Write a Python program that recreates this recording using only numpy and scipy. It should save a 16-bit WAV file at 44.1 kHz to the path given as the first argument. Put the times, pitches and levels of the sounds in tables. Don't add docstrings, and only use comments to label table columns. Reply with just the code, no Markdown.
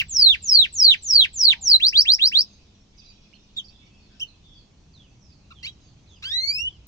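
import sys
import numpy as np
from scipy import signal
from scipy.fft import rfft, irfft
from scipy.io import wavfile
from scipy.ndimage import uniform_filter1d, minimum_filter1d

SR = 44100
rng = np.random.default_rng(int(sys.argv[2]) if len(sys.argv) > 2 else 0)


def output_pcm(signal):
    pcm = np.clip(np.atleast_2d(signal).T, -1, 1) * 32767
    wavfile.write(sys.argv[1], SR, np.round(pcm).astype(np.int16))


N = 302967
TOP_HZ = 15850


def undb(db):
    return 10 ** (np.asarray(db) / 20)


def colour(hz, table):
    table_hz, gain_db = np.transpose(table)
    return undb(np.interp(np.log(np.maximum(hz, 1)), np.log(table_hz), gain_db))


def curve(table):
    return undb(np.interp(np.arange(N) / SR, *np.transpose(table)))


def shaped(gain, channels):
    spectrum = rfft(rng.standard_normal((channels, N)))
    noise = irfft(spectrum * gain(np.arange(N // 2 + 1) * SR / N), N)
    return noise / noise.std()


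def walk(rate_hz):
    return shaped(lambda f: 1 / (1 + (f / rate_hz) ** 2), channels=1)[0]


def smooth_noise(count, size):
    return uniform_filter1d(uniform_filter1d(rng.standard_normal(count), size=size), size=size)


def tail(level_db, t60_s):
    t = np.arange(SR) / SR
    echoes = rng.standard_normal((2, SR)) * undb(-60 * t / t60_s)
    echoes = echoes * np.minimum(t / 0.0014, 1)
    return undb(level_db) * echoes / np.sqrt(np.sum(echoes ** 2) / 2)


def add(out, start_s, sound):
    i = int(round(start_s * SR))
    sound = sound[..., max(-i, 0):N - i]
    out[..., max(i, 0):max(i, 0) + sound.shape[-1]] += sound


# pitch_hz, relative_level_db (per Hz)
AIR_SPECTRUM = [(25, -9.5), (50, -4), (80, -3.5), (160, -10), (300, -13), (500, -23), (900, -26),
                (1600, -33.5), (2500, -33), (5000, -34.5), (6500, -31.5), (8000, -46), (10000, -62),
                (13000, -74.5), (15500, -90.5)]
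# time_s, deepest_db, middle_db, upper_db
RUMBLE_LEVELS = [(0.0, -57, -49, -52), (0.31, -61, -47.5, -63), (0.88, -54.5, -54.5, -61),
                 (2.18, -63, -53, -68), (2.28, -65.5, -62.5, -71), (4.71, -58.5, -65, -61.5),
                 (4.94, -72.5, -58.5, -57.5), (6.81, -66, -52, -59), (6.87, -83, -57.5, -76)]
# time_s, level_db
HUM_LEVELS = [(0, -63), (3.6, -65), (6.87, -72)]
HUM_HZ, AIR_DB = 202.4, -57


def street():
    apart = np.array([[1], [-1]])
    mid = shaped(lambda f: colour(f, AIR_SPECTRUM), channels=1)
    side = shaped(lambda f: colour(f, AIR_SPECTRUM) * np.clip(f / 600, .2, 1), channels=1) * .3
    out = undb(AIR_DB + 0.43 * walk(.5)) * (mid + side * apart)
    time_s, *levels = np.transpose(RUMBLE_LEVELS)
    for level_db, (centre_hz, width_hz) in zip(levels, [(33, 18), (72, 30), (135, 50)]):
        rumble = shaped(lambda f: np.exp(-((f - centre_hz) / width_hz) ** 2), channels=2)
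        swell = curve(np.transpose([time_s, level_db])) * undb(1.5 * walk(2.7))
        out = out + swell * (rumble[0] + .15 * rumble[1] * apart)
    hum = shaped(lambda f: 1 / (1 + ((f - HUM_HZ) / 7) ** 2), channels=1)
    return out + curve(HUM_LEVELS) * hum


def far_tone(length_s, first_hz, middle_hz, last_hz, level_db, left_minus_right_db):
    u = np.arange(0, length_s, 1 / SR) / length_s
    hz = np.polyval(np.polyfit([0, .5, 1], [first_hz, middle_hz, last_hz], 2), u)
    hz += 0.092 * (last_hz - first_hz) * np.sin(2 * np.pi * u)
    flutter = 1 + 8.0 * smooth_noise(len(u), 80)
    tone = np.sin(2 * np.pi * np.cumsum(hz) / SR) * np.sin(np.pi * u) ** 0.32 * flutter
    return tone * undb(level_db + np.array([[left_minus_right_db], [-left_minus_right_db]]) / 2)


# time_s, level_db
CHATTER_LEVELS = [(0, -58.5), (2.6, -66), (2.9, -70.5), (3.0, -58), (3.3, -64), (4.1, -63), (4.75, -70.5),
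                  (5.3, -68), (6.87, -67)]


def far_chatter():
    chatter = np.zeros((2, N))
    for when, length, pitch, glide, size, side in rng.random((1600, 6)):
        hz, step, length_s = 2400 * 2.6 ** pitch, .9 + .13 * glide, .008 + .025 * length
        chirp = far_tone(length_s, hz, hz * step, hz * step ** 2, 5 * size, 8 * side - 6)
        add(chatter, when * N / SR, chirp)
    return chatter / chatter.std() * curve(CHATTER_LEVELS)


# start_s, direct_share (0-1), length_s, first_hz, middle_hz, last_hz, level_db, left_minus_right_db
FAR_TONES = [(0.973, 0.437, 0.105, 6050, 6070, 6100, -54, -12.5),
             (1.267, 0.113, 0.1144, 680, 605, 539.7, -61, -0.5),
             (1.398, 0.55, 0.19, 950, 951.6, 920.6, -54, 4),
             (1.542, 0.242, 0.148, 900, 770.7, 684.3, -50.5, 0.5),
             (1.998, 0.16, 0.159, 820, 769.3, 826, -54, -2.5),
             (2.461, 0.38, 0.118, 6350, 6350, 6250, -61.5, -12.5),
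             (2.723, .1, .12, 5900, 5607, 5070, -61.5, 2.5),
             (2.97, 0.24, 0.0192, 6300, 5810, 5000, -49, -9),
             (2.979, 0.594, 0.0295, 5140, 4850, 4750, -46, -7.5),
             (3.033, 0.54, .047, 5100, 4830, 4720, -51.5, -7.5),
             (3.042, 0.436, .05, 4400, 4020, 3905, -51, -4.5),
             (3.085, 0.594, 0.0296, 4950, 4743, 4796, -46, -6),
             (3.328, 0.73, .018, 2100, 2750, 3300, -52, -13),
             (3.339, .8, 0.034, 4200, 4300, 4077, -58, -11.5),
             (3.348, 0.69, 0.027, 2900, 3041, 2950, -52.5, -4),
             (3.64, 0.31, 0.0205, 4600, 4820, 5847, -42, -8.5),
             (3.678, .9, 0.029, 4400, 4518, 4786, -49.5, -3.5),
             (3.688, .25, 0.159, 3790, 3483, 3640, -51, -7.5),
             (3.904, 0.318, .11, 2550, 2645, 2705, -58, 2.5),
             (4.099, 0.338, 0.072, 1706, 1580, 1477, -60.5, 6.5),
             (4.267, 0.363, 0.0463, 4500, 4150, 3805, -50.5, -7),
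             (4.423, 0.101, .18, 3634, 3450, 3323, -47, -0.5),
             (4.535, 0.122, .073, 5200, 4571, 4150, -51.5, -7),
             (4.779, 0.346, 0.4464, 6050, 6050, 6060, -71.5, -15),
             (4.933, 0.644, 0.138, 4750, 3440, 2660, -52.5, -5),
             (5.195, .2, .148, 6200, 5090, 4230, -52.5, -7),
             (5.547, 0.56, 0.107, 3750, 3148, 3026, -52.5, -7.5),
             (5.781, 0.513, 0.134, 6500, 6490, 6380, -68.5, -15.5),
             (5.818, 0.2215, 0.108, 5200, 4552, 4140, -56.5, -3),
             (6.065, 0.63, 0.1263, 4520, 3439, 2430, -54, -4),
             (6.092, 0.37, 0.059, 6500, 6384, 6420, -61, -13),
             (6.151, 0.35, 0.0414, 5000, 4940, 4600, -54, -4.5),
             (6.682, 0.91, 0.097, 3900, 3200, 2687, -54.5, -1)]


def far_sounds():
    direct, echoed = np.zeros((2, 2, N))
    for start_s, direct_share, *note in FAR_TONES:
        tone = far_tone(*note)
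        add(direct, start_s, direct_share * tone)
        add(echoed, start_s, np.sqrt(max(1.2 - direct_share, 0)) * tone)
    smear = tail(level_db=1, t60_s=0.32)
    return direct + signal.fftconvolve(0.37 * echoed + far_chatter(), smear, axes=1)[:, :N]


# pitch_hz, gain_db
THROAT_GAIN = [(1100, -29), (2200, -14.5), (3200, -3.5), (4000, -2), (5000, -7.5), (6200, -18.5),
               (7500, -24), (9000, -27), (16000, -35)]


def syrinx(rows, overtones_db, follow):
    time_s, *columns = np.transpose(rows)
    t = np.arange(time_s[0], time_s[-1], 1 / SR)
    hz, level_db, over_db, rasp = (
        uniform_filter1d(np.interp(t, time_s, c), size=200, mode="nearest") for c in columns)
    hz = hz * (1 + 0.11 * smooth_noise(len(t), 250))
    phase = 2 * np.pi * np.cumsum(hz) / SR
    tone = colour(hz, THROAT_GAIN) * np.sin(phase)
    drive = undb(over_db) * colour(hz, THROAT_GAIN) ** follow
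    drive = drive * (1 + 5 * follow * smooth_noise(len(t), 24))
    for k, step_db in enumerate(overtones_db, 2):
        fade = np.clip((TOP_HZ - k * hz) / 300, 0, 1)
        strength = fade * drive * undb(step_db) * colour(k * hz, THROAT_GAIN)
        tone = tone + strength * np.sin(k * phase)
    airflow = 1 + 4.0 * rasp * smooth_noise(len(t), 9)
    edge = np.clip(np.minimum(t - time_s[0], time_s[-1] - t) / 0.0041, 0, 1)
    return np.sqrt(2) * undb(level_db) * tone * airflow * edge


SONG_OVERTONES = [-15.5, -11.5, -18]


def sing(out, notes):
    for rows in notes:
        add(out, rows[0][0], syrinx(rows, SONG_OVERTONES, follow=.8))


def whistled(shape, start_s, length_s, effort_db, opening_db, closing_db, *sharp):
    share, hz, level_db = np.transpose(shape)
    hz = hz * 2 ** (np.interp(share, [0, .15, .45, .8, 1], [*sharp, 0]) / 12)
    extra_db = np.interp(share, [0, 1 / 3, 3 / 4, 1], [opening_db, 0, 0, closing_db])
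    level_db = effort_db + level_db + extra_db
    rasp = np.minimum(0.005 * (4000 / hz) ** 5, .1)
    return np.transpose([start_s + length_s * share, hz, level_db, 0 * share, rasp])


def broken_off(rows):
    time_s = rows[:, 0]
    stop_s = time_s[0] + .75 * (time_s[-1] - time_s[0])
    last = np.array([np.interp(stop_s, time_s, c) for c in rows.T])
    hook = last + [.018, 450, -6, 0, 0]
    return np.vstack([rows[time_s < stop_s], last, hook])


# share_of_length (0-1), pitch_hz, relative_effort_db
FALLING_SHAPE = [(0, 7750, -16.5), (.04, 7604, -10.5), (.09, 7200, -7), (.19, 6450, -4.5), (.28, 5776, 0),
                 (.38, 5354, 1), (.57, 4493, -0.5), (.76, 3846, -2.5), (.85, 3500, -7), (.91, 2900, -7.5),
                 (.955, 2150, -5.5), (1, 1300, -12)]
FALLING_NOTES = [(-.219, .245, -3, .1, -2, .1, .1, .1, .1),
                 (.083, 0.27995, -8, 3, -1, 0.23, -.5, -.6, -0.66),
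                 (.42, 0.24775, -7.5, 0, -2.5, -.2, -.3, -0.413, 0.156),
                 (.724, 0.2314, -6.5, 0.5, 0, 0.37, .2, -0.232, -.1),
                 (1.021, .243, -8, 2, 3, .1, .3, 0.371, 0.19), (1.33, 0.2126, -8, 0, 4, .1, .7, .8, .1),
                 (1.609, 0.1914, -7, -0.5, -0.02, -0.73, -.2, 0.582, -0.393)]


def falling_whistles(out):
    *falls, last = (whistled(FALLING_SHAPE, *note) for note in FALLING_NOTES)
    sing(out, falls + [broken_off(last)])


# start_s, length_s, first_hz, last_hz, effort_db
JOINING_TONES = [(0.905, 0.0283, 3123, 2932, -18.5), (1.205, .03, 3350, 3201, -16.5),
                 (1.497, 0.032, 3039, 2856, -23.5), (1.972, .028, 4750, 4550, -9)]


def joining_half(out):
    sing(out, [[(start_s, first_hz, effort_db, 0, 0), (start_s + length_s, last_hz, effort_db, 0, 0)]
               for start_s, length_s, first_hz, last_hz, effort_db in JOINING_TONES])


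# share_of_length (0-1), pitch_hz, relative_effort_db
RISING_SHAPE = [(0, 1400, -15.5), (.08, 2560, -13.5), (.18, 3050, -18.5), (.4, 3710, -5.5),
                (.62, 4430, -5.5), (.83, 5050, 1.5), (1, 5900, -5.5)]
RISING_NOTES = [(1.795, 0.1036, -7, 1, -0.5, .1, .3, -.2, -0.3),
                (1.922, 0.10604, -6.5, -0.53, 2, .1, -.1, .2, .1),
                (2.048, 0.10786, -5.5, .5, 0, .1, -.3, -.1, .3),
                (2.184, 0.1067, -6.5, -0.71, -3.5, 0.11, .1, .1, -0.19),
                (2.314, 0.11273, -6.5, 1, -7, -.1, .1, -.1, -.2)]


def rising_whistles(out):
    sing(out, [whistled(RISING_SHAPE, *note) for note in RISING_NOTES])


HOARSENESS = [(0, 0.67), (0.069, 0.12), (.17, 0.11), (.26, 0.01)]


def hoarse(rows, least_rasp):
    time_s, *columns = np.transpose(rows)
    share, rasp = np.transpose(HOARSENESS)
    rasp_s = time_s[0] + share * (time_s[-1] - time_s[0])
    t = np.union1d(time_s, rasp_s)
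    rasp = np.maximum(np.interp(t, rasp_s, rasp), least_rasp)
    return np.transpose([t, *(np.interp(t, time_s, c) for c in columns), rasp])


CALL_OVERTONES = [1.5, -6.5, -11.5, -10, -14.5, -17, -22, -13, -17.5, -27.5]


def call(out, rows, least_rasp=0):
    add(out, rows[0][0], syrinx(hoarse(rows, least_rasp), CALL_OVERTONES, follow=0))


# start_s, turn_s, end_s, start_hz, turn_hz, end_hz,
# start_db, turn_db, end_db, overtones_at_start_db, overtones_at_end_db
ARCHED_CHIRPS = [(3.562, 3.576, 3.606, 3395, 3848, 2965, -42.5, -25.5, -27.5, -1.5, -8),
                 (4.197, 4.215, 4.242, 2459, 3149, 2876, -37.5, -25.5, -19.5, 9, -18),
                 (5.503, 5.514, 5.527, 1152, 1430, 1106, -23.5, -24, -13.5, -21, -27.5)]


def chirps(out):
    for chirp in ARCHED_CHIRPS:
        time_s, hz, level_db = chirp[:3], chirp[3:6], chirp[6:9]
        over_db = np.interp(time_s, time_s[::2], chirp[9:])
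        call(out, np.transpose([time_s, hz, level_db, over_db]))


# time_s, pitch_hz, level_db (before the throat), overtones_db
DOUBLE_VOICES = [
    [(5.627, 1880, -34, -24.5), (5.645, 2130, -28.5, -4.5), (5.66, 2350, -24.5, -8.5),
     (5.675, 3083, -32.5, -12.5), (5.703, 3344, -46, -2.5)],
    [(5.628, 2590, -35.5, -3.5), (5.648, 3030, -33.5, -6), (5.66, 3360, -48, 1), (5.671, 3873, -32.5, -5.5),
     (5.706, 3803, -45.5, -14)],
    [(5.627, 4470, -36, -20), (5.645, 4950, -49, -20), (5.662, 5240, -36.5, -10)],
]


def double_call(out):
    for voice in DOUBLE_VOICES:
        call(out, voice, least_rasp=.11)


# time_s, pitch_hz, level_db (before the throat), overtones_db
RISING_CALL_CURVE = [(6.222, 1167, -25.5, -11.5), (6.255, 1514, -26.5, -2), (6.3, 1695, -29, -4),
                     (6.325, 1856, -25, -2), (6.345, 1946, -20, -3), (6.39, 2030, -30, 4),
                     (6.44, 2144, -25.5, 2), (6.49, 2269, -27.5, 6.5), (6.53, 2420, -24.5, 2.5),
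                     (6.58, 2638, -24.5, 1.5), (6.62, 2834, -20, -7.5), (6.68, 3018, -21.5, -31),
                     (6.7, 3070, -59, -7)]


def rising_call(out):
    call(out, RISING_CALL_CURVE)


def canary():
    out = np.zeros(N)
    for part in (falling_whistles, joining_half, rising_whistles, chirps, double_call, rising_call):
        part(out)
    return signal.sosfilt(signal.butter(4, 1100, "high", fs=SR, output="sos"), out)


# delay_ms, gain
ECHO_PATHS = [
    [(0.0, 0.916), (0.64, -0.085), (1.18, 0.057), (1.35, -0.16), (1.68, -0.082), (2.05, 0.047),
     (2.46, -0.49), (2.73, 0.0022), (3.02, 0.19), (4.36, -0.0027), (5.5, -0.2)],
    [(0.16, 1.0), (0.82, -0.13), (1.34, -0.23), (2.22, -0.35), (2.5, -0.22), (2.84, 0.04), (3.6, -0.071),
     (4.22, -0.35), (4.5, 0.13), (4.86, 0.17), (5.59, 0.22)],
]


def nook(dry_canary):
    f = np.arange(SR // 2 + 1)
    paths = np.array([irfft(sum(gain * np.exp(-2j * np.pi * f * delay_ms / 1000) for delay_ms, gain in port), SR)
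                      for port in ECHO_PATHS])
    paths = paths * (np.arange(SR) < SR // 20)
    corner, yard = tail(level_db=-6.5, t60_s=0.094), tail(level_db=-35, t60_s=.9)
    return signal.fftconvolve(dry_canary[None], paths + corner + yard, axes=1)[:, :N]


def scene():
    return street() + far_sounds() + nook(canary())


# pitch_hz, gain_db
PORT_COLOUR = [(9000, 0), (9950, -16), (11000, -4), (12600, -1), (13500, -14), (14300, 6), (15500, 17)]
# pitch_hz, left_minus_right_db
LEFT_BRIGHTNESS = [(7000, -.3), (12000, 5)]
LIMIT = .8


def record(dry):
    rounded = np.tanh(0.3002 * dry) / 0.3087
    hz = np.arange(N // 2 + 1) * SR / N
    balance = colour(hz, LEFT_BRIGHTNESS) ** np.array([[.5], [-.5]])
    coloured = irfft(rfft(rounded) * colour(hz, PORT_COLOUR) * balance, N)
    needed = LIMIT / np.maximum(np.abs(coloured).max(axis=0), LIMIT)
    gain = uniform_filter1d(minimum_filter1d(needed, size=441), size=441)
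    return signal.sosfilt(signal.ellip(8, .2, 70, TOP_HZ, fs=SR, output="sos"), gain * coloured)


dry = scene()
out = record(dry)
output_pcm(out)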